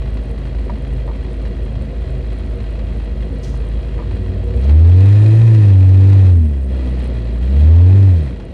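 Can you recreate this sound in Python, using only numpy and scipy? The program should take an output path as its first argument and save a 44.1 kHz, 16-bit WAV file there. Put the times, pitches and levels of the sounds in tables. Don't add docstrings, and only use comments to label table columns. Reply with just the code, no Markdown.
import sys
import numpy as np
from scipy import signal
from scipy.fft import rfft, irfft, next_fast_len
from scipy.io import wavfile
from scipy.ndimage import uniform_filter1d, minimum_filter1d, map_coordinates

SR = 44100
rng = np.random.default_rng(int(sys.argv[2]) if len(sys.argv) > 2 else 0)


def file_out(sig):
    cols = np.atleast_2d(sig).T
    lim = np.clip(cols, -1, 1)
    pcm = np.round(lim * 32767).astype(np.int16)
    wavfile.write(sys.argv[1], SR, pcm)


def convert_level_to_amplitude(level_db):
    exponent = np.asarray(level_db, float) / 20
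    return 10 ** exponent


N = 376173
IDLE_HZ = 53


def unit(x):
    return x / np.sqrt(np.mean(x ** 2) + 1e-20)


def curves(rows):
    s, *cols = np.transpose(rows)
    return [np.interp(np.arange(N) / SR, s, c) for c in cols]


def wobble(rate):
    knots = rng.standard_normal(1000)
    return map_coordinates(knots, [np.arange(N) * rate / SR])


def filtered(x, response):
    m = next_fast_len(N + SR // 2)
    return irfft(rfft(x, m) * response(np.fft.rfftfreq(m, 1 / SR)), m)[:N]


def colour(points):
    f, db = np.transpose(points)
    return lambda hz: convert_level_to_amplitude(np.interp(np.log(hz + 1), np.log(f + 1), db))


def resonances(peaks):
    def response(f):
        total = 0
        for k, (centre, width, db) in enumerate(peaks):
            damping = 1j * f * width
            total = total + (-1) ** k * convert_level_to_amplitude(db) * damping / (centre * centre - f * f + damping)
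        return total
    return response


def ring(modes, seconds, attack):
    t = np.arange(int(seconds * SR)) / SR
    start = 1 - np.exp(-(t / attack) ** 2)
    return start * sum(convert_level_to_amplitude(db - 60 * t / t60) * np.sin(2 * np.pi * hz * t) for hz, db, t60 in modes)


def swell(start, rise, hold, fall, db):
    silent_db = db - 36
    times = np.cumsum([start, rise, hold, fall])
    t = np.arange(N) / SR
    level = np.interp(t, times, [silent_db, db, db, silent_db])
    return convert_level_to_amplitude(level) * (t > start) * (t < times[-1])


def puffs(firings, steady, decay, scatter_db):
    size = convert_level_to_amplitude(scatter_db * rng.standard_normal(1000))[firings.astype(int)]
    return rng.standard_normal(N) * (steady + size * np.exp(-(firings % 1) / decay))


def law(rule, load_db, hz):
    idle_db, per_load, per_speed = rule
    return idle_db + per_load * load_db + per_speed * (hz - IDLE_HZ) / 50


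# (time [s], firing rate [Hz])
ENGINE_SPEED = [(0, 53), (4.4, 53.09), (4.55, 57.7), (4.75, 76.34), (5.08, 100.4), (5.45, 114.3),
                (5.55, 110), (5.76, 94.6), (5.9, 94.2), (6.15, 98.64), (6.3, 91.45), (6.56, 67),
                (6.8, 63.5), (7.1, 60.3), (7.25, 56.5), (7.4, 57.93), (7.64, 76), (7.98, 99.24), (8.08, 96),
                (8.2, 79), (8.33, 56.1), (8.43, 47.5), (8.53, 46.3)]
# (time [s], level over idle [dB])
ENGINE_LOAD = [(0, -0.5), (4.58, 0), (4.64, 4.5), (4.9, 4.5), (5.05, 6), (5.68, 4.5), (5.8, 1.5),
               (6.05, 3.5), (6.2, 5.5), (6.3, 3), (6.36, -3.5), (6.66, -6), (6.72, 1.5), (7.0, 3), (7.4, 0),
               (7.65, 5.5), (7.85, 4.5), (8.05, 3.5), (8.25, 1.5), (8.4, -4), (8.53, -2.5)]
FLYWHEEL_S = .08


def engine():
    hz = uniform_filter1d(curves(ENGINE_SPEED)[0], size=round(FLYWHEEL_S * SR), mode="nearest")
    load_db, = curves(ENGINE_LOAD)
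    firings = np.cumsum(hz) / SR
    return exhaust(firings, hz) + shake(firings, load_db, hz) + valves(firings, hz)


# (firing rate [Hz], boom base level [dB], growl base level [dB])
EXHAUST_LEVELS = [(46, -41, -45.5), (53.25, -20.5, -43), (61.1, -17, -35.5), (66.5, -15.5, -35),
                  (76, -8, -30.5), (83.6, -5.5, -33), (98.4, -5, -29.5), (109.1, -7.5, -31.5),
                  (114, -6, -32.5)]
# (multiple of crankshaft rate, relative level at idle [dB], relative level revving [dB])
GROWL_ORDERS = [(3, -3.5, -3.5), (4, 4, 1.5), (5, 5, -19), (6, -5, 1), (7, -6.5, -19), (8, -0.5, -9.5),
                (9, -12.5, -17), (10, -4.5, -11.5), (11, -18, -26.5), (12, -9.5, -24.5), (13, -8, -29.5),
                (14, -3.5, -25.5), (16, -20.5, -25.5), (18, -6, -22.5)]
# (frequency [Hz], level [dB])
TAILPIPE = [(125, 0), (330, -0.5), (480, -2.5), (580, -1.5)]
BOOM_DB_PER_HZ_S = 0.037
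FULL_SONG_HZ = (79.4, 98)


def exhaust(firings, hz):
    rates, *levels = np.transpose(EXHAUST_LEVELS)
    boom_db, growl_db = [np.interp(hz, rates, db) for db in levels]
    speed_gain = np.gradient(hz) * SR
    boom_db = boom_db + BOOM_DB_PER_HZ_S * speed_gain * np.interp(hz, FULL_SONG_HZ, [1, 0])
    uneven = (IDLE_HZ / hz) ** 1.5
    boom_phase = 2 * np.pi * firings + 0.04 * uneven * wobble(24)
    boom = convert_level_to_amplitude(boom_db + 0.91 * uneven * wobble(17)) * np.sin(boom_phase)
    revving = np.clip((hz - IDLE_HZ) / 18, 0, 1)
    growl = 0
    for order, idle_db, rev_db in GROWL_ORDERS:
        lag = 1.2 * np.cos(np.pi * order / 2) + .3 * uneven * wobble(10)
        order_db = idle_db + revving * (rev_db - idle_db) + 4.44 * uneven ** .5 * wobble(9)
        level = convert_level_to_amplitude(order_db) * colour(TAILPIPE)(order * hz / 2)
        growl += level * np.sin(np.pi * order * firings + lag)
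    return np.sqrt(2) * (boom + convert_level_to_amplitude(growl_db) * growl)


def shake(firings, load_db, hz):
    blows = puffs(firings, steady=1.0, decay=0.42, scatter_db=3.5) * convert_level_to_amplitude(0.3 * wobble(16))
    low = thud(load_db, hz) + bodywork(firings, load_db, hz)
    return low + casing(blows, load_db, hz) + fizz(blows, load_db, hz)


# (frequency [Hz], relative level per Hz [dB])
THUD_COLOUR = [(20, -35), (42, 6), (60, 15.5), (78, 16.5), (98, 1.5), (115, 6.5), (160, -24.5), (400, -56)]
# (time [s], level change [dB])
PULLING_AWAY = [(4.7, 0.5), (5.0, -7)]
THUD_LAW = (-27, 0.15, -.3)


def thud(load_db, hz):
    noise = unit(filtered(rng.standard_normal(N), colour(THUD_COLOUR)))
    return convert_level_to_amplitude(law(THUD_LAW, load_db, hz) + curves(PULLING_AWAY)[0]) * noise


# (centre [Hz], width [Hz], relative level [dB])
BODY_MODES = [(127, 9.8, 10.5), (191.8, 26.8, 5.5), (211.4, 18, 8), (268, 24.7, 3), (370, 30, 1),
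              (468, 31, 1), (526, 28, 0), (615.6, 53, -3), (683.5, 54, -5.5)]
RUMBLE_LAW = (-31.5, 0.55, -0.38)


def bodywork(firings, load_db, hz):
    body = lambda f: resonances(BODY_MODES)(f) / (1 + (f / 900) ** 4)
    rumble = unit(filtered(puffs(firings, steady=1.0, decay=0.66, scatter_db=3), body))
    return convert_level_to_amplitude(law(RUMBLE_LAW, load_db, hz)) * rumble


# (frequency [Hz], relative level per Hz [dB])
CLATTER_COLOUR = [(440, -21), (750, 1.5), (1460, -5), (1960, -4), (3040, -12.5), (3280, -9), (3570, -14.5),
                  (5500, -30), (7150, -45), (12100, -120)]
# (centre [Hz], width [Hz], relative level [dB], extra level per 50 Hz of firing rate [dB])
CASING_MODES = [(1793, 180, -7.5, 13.5), (1947, 150, 2, 2), (2500, 330, 2, 5.5), (2836, 120, -1.5, -0.5),
                (3240, 150, 7.5, 0), (3880, 510, 3.5, 4.5), (4120, 750, 8, 0.5)]
CLATTER_LAW, RASP_LAW = (-46, 0.83, 0.2), (-53.5, 1.1, -0.96)


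def casing(blows, load_db, hz):
    clatter_db, rasp_db = law(CLATTER_LAW, load_db, hz), law(RASP_LAW, load_db, hz)
    edge_hz = 2950
    lower = lambda f: 1 / (1 + (f / edge_hz) ** 8)
    clatter = unit(filtered(blows, lambda f: colour(CLATTER_COLOUR)(f) * lower(f)))
    rasp = unit(filtered(blows, lambda f: colour(CLATTER_COLOUR)(f) * (1 - lower(f))))
    out = convert_level_to_amplitude(clatter_db - 0.5) * clatter + convert_level_to_amplitude(rasp_db - 6.0) * rasp
    for centre, width, db, rise_db in CASING_MODES:
        mode = resonances([(centre, width, 0)])
        scrambled = blows * rng.choice([-1, 1], N)
        band = unit(filtered(scrambled, lambda f: mode(f) ** 2))
        drive_db = clatter_db if centre < edge_hz else rasp_db
        out = out + convert_level_to_amplitude(drive_db + db - 13 + rise_db * (hz - IDLE_HZ) / 50) * band
    return out


# (frequency [Hz], relative level per Hz [dB])
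FIZZ_COLOUR = [(3000, -38.5), (4600, -5), (6100, -7), (8900, -6.5), (10500, -15), (11700, -22.5),
               (14000, -48.5), (16000, -59)]
FIZZ_LAW = (-65.5, 0.56, 7.5)


def fizz(blows, load_db, hz):
    return convert_level_to_amplitude(law(FIZZ_LAW, load_db, hz)) * unit(filtered(blows, colour(FIZZ_COLOUR)))


# (frequency [Hz], relative level [dB], t60 [s])
VALVE_MODES = [(7400, -11, 0.0058), (8770, 0.5, 0.005), (10100, -9.5, 0.0049), (11300, -19.5, .003)]
TICK_DB, TICK_DB_PER_HZ, TICK_FULL_HZ = -50, 0.38, 62
SNAP_DB = -7.5


def valves(firings, hz):
    at = np.flatnonzero(np.diff(np.floor(firings + 0.44)))
    above_idle = np.minimum(hz[at], TICK_FULL_HZ) - IDLE_HZ
    scatter_db = 2.4 * rng.standard_normal(1000)[:len(at)]
    ticks = np.zeros(N)
    ticks[at] = convert_level_to_amplitude(TICK_DB + TICK_DB_PER_HZ * above_idle + scatter_db)
    contact = np.convolve(ticks, np.hanning(40))[:N] * rng.standard_normal(N)
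    snap = filtered(contact, lambda f: 1 / (1 + (9000 / (f + 1)) ** 6))
    ringing = signal.fftconvolve(contact, ring(VALVE_MODES, .03, attack=0.001))[:N]
    return ringing + convert_level_to_amplitude(SNAP_DB) * snap


# (time [s], peak level [dB])
KNOCK_TIMES = [(.695, -20), (1.076, -25), (1.086, -26), (1.097, -30), (1.11, -29), (3.539, -29),
               (3.988, -26), (3.998, -27), (4.021, -30)]
# (frequency [Hz], relative level [dB], t60 [s])
PANEL_MODES = [(340, -9, .04), (600, -4, .04), (960, 0, .035), (1180, -4, .03), (1850, -12, .02),
               (2250, -13, .02)]


def knocks():
    out = np.zeros(N + SR)
    for s, db in KNOCK_TIMES:
        modes = [(hz, level + rng.normal(0, 2), t60) for hz, level, t60 in PANEL_MODES]
        panel = ring(modes, .1, attack=.0015)
        blow = panel + .5 * np.roll(panel, rng.integers(150, 300))
        out[round(s * SR):][:len(blow)] += convert_level_to_amplitude(db) * blow / np.abs(blow).max()
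    return out[:N]


# (start [s], rise [s], hold [s], fall [s], level [dB])
SPRAY_PUFFS = [(3.422, .01, .016, .06, -45), (3.44, .036, .07, .1, -52), (4.62, .02, .004, .05, -52)]
# (frequency [Hz], relative level per Hz [dB])
HISS_COLOUR = [(1000, -24), (3500, 0), (4500, 1), (6000, 2), (9000, -9.5), (12000, -15.5), (15000, -18)]


def spray():
    level = sum(swell(*row) for row in SPRAY_PUFFS)
    hiss = unit(filtered(rng.standard_normal(N), colour(HISS_COLOUR)))
    return level * convert_level_to_amplitude(1.5 * wobble(60)) * hiss


# (start [s], rise [s], hold [s], fall [s], level [dB])
CAR_SWELL = (3.5, 0.67, 1.06, -0.6, -23.5)
# (start [s], rise [s], hold [s], fall [s], level [dB])
PANEL_HUM = [(3.8, .15, .6, .3, -43), (4.36, .17, .05, .35, -32)]
CAR_LOW_HZ, CAR_HIGH_HZ, CAR_CLIMB_S = 77, 92.5, (3.83, 4.0)
HUM_HZ = 478


def car_ahead():
    t = np.arange(N) / SR
    turns = np.cumsum(np.interp(t, CAR_CLIMB_S, [CAR_LOW_HZ, CAR_HIGH_HZ])) / SR
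    partials = [(1, 1), (2, 0.19), (4, 0.15)]
    tone = sum(a * np.sin(2 * np.pi * k * turns) for k, a in partials)
    boom = swell(*CAR_SWELL) * convert_level_to_amplitude(1.2 * wobble(13)) * tone
    hum_level = sum(swell(*row) for row in PANEL_HUM) * convert_level_to_amplitude(2 * wobble(14))
    hum = hum_level * np.sin(2 * np.pi * HUM_HZ * t + .4 * wobble(42))
    return np.sqrt(2) * (boom + hum)


def scene():
    return (engine() + knocks() + spray() + car_ahead())[None]


def top_cut(x):
    return signal.sosfilt(signal.butter(12, 15750, fs=SR, output="sos"), x)


def record(dry):
    top = .707
    x = filtered(dry[0], lambda hz: 1 / (1 + (hz / 13500) ** 6))
    loudness = uniform_filter1d(np.abs(x), 1000)
    x = x * np.sqrt(np.minimum(1, .45 / (loudness + 1e-9)))
    tallest = -minimum_filter1d(-np.abs(x), size=151)
    sticky = (np.abs(x) > top) & (tallest < 1.05 * top)
    stuck = -minimum_filter1d(-1.0 * sticky, size=5, origin=2) > 0
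    mix = np.where(stuck, top * np.sign(x), np.clip(x, -top, top))[None]
    return top_cut(mix)


dry = scene()
out = record(dry)
file_out(out)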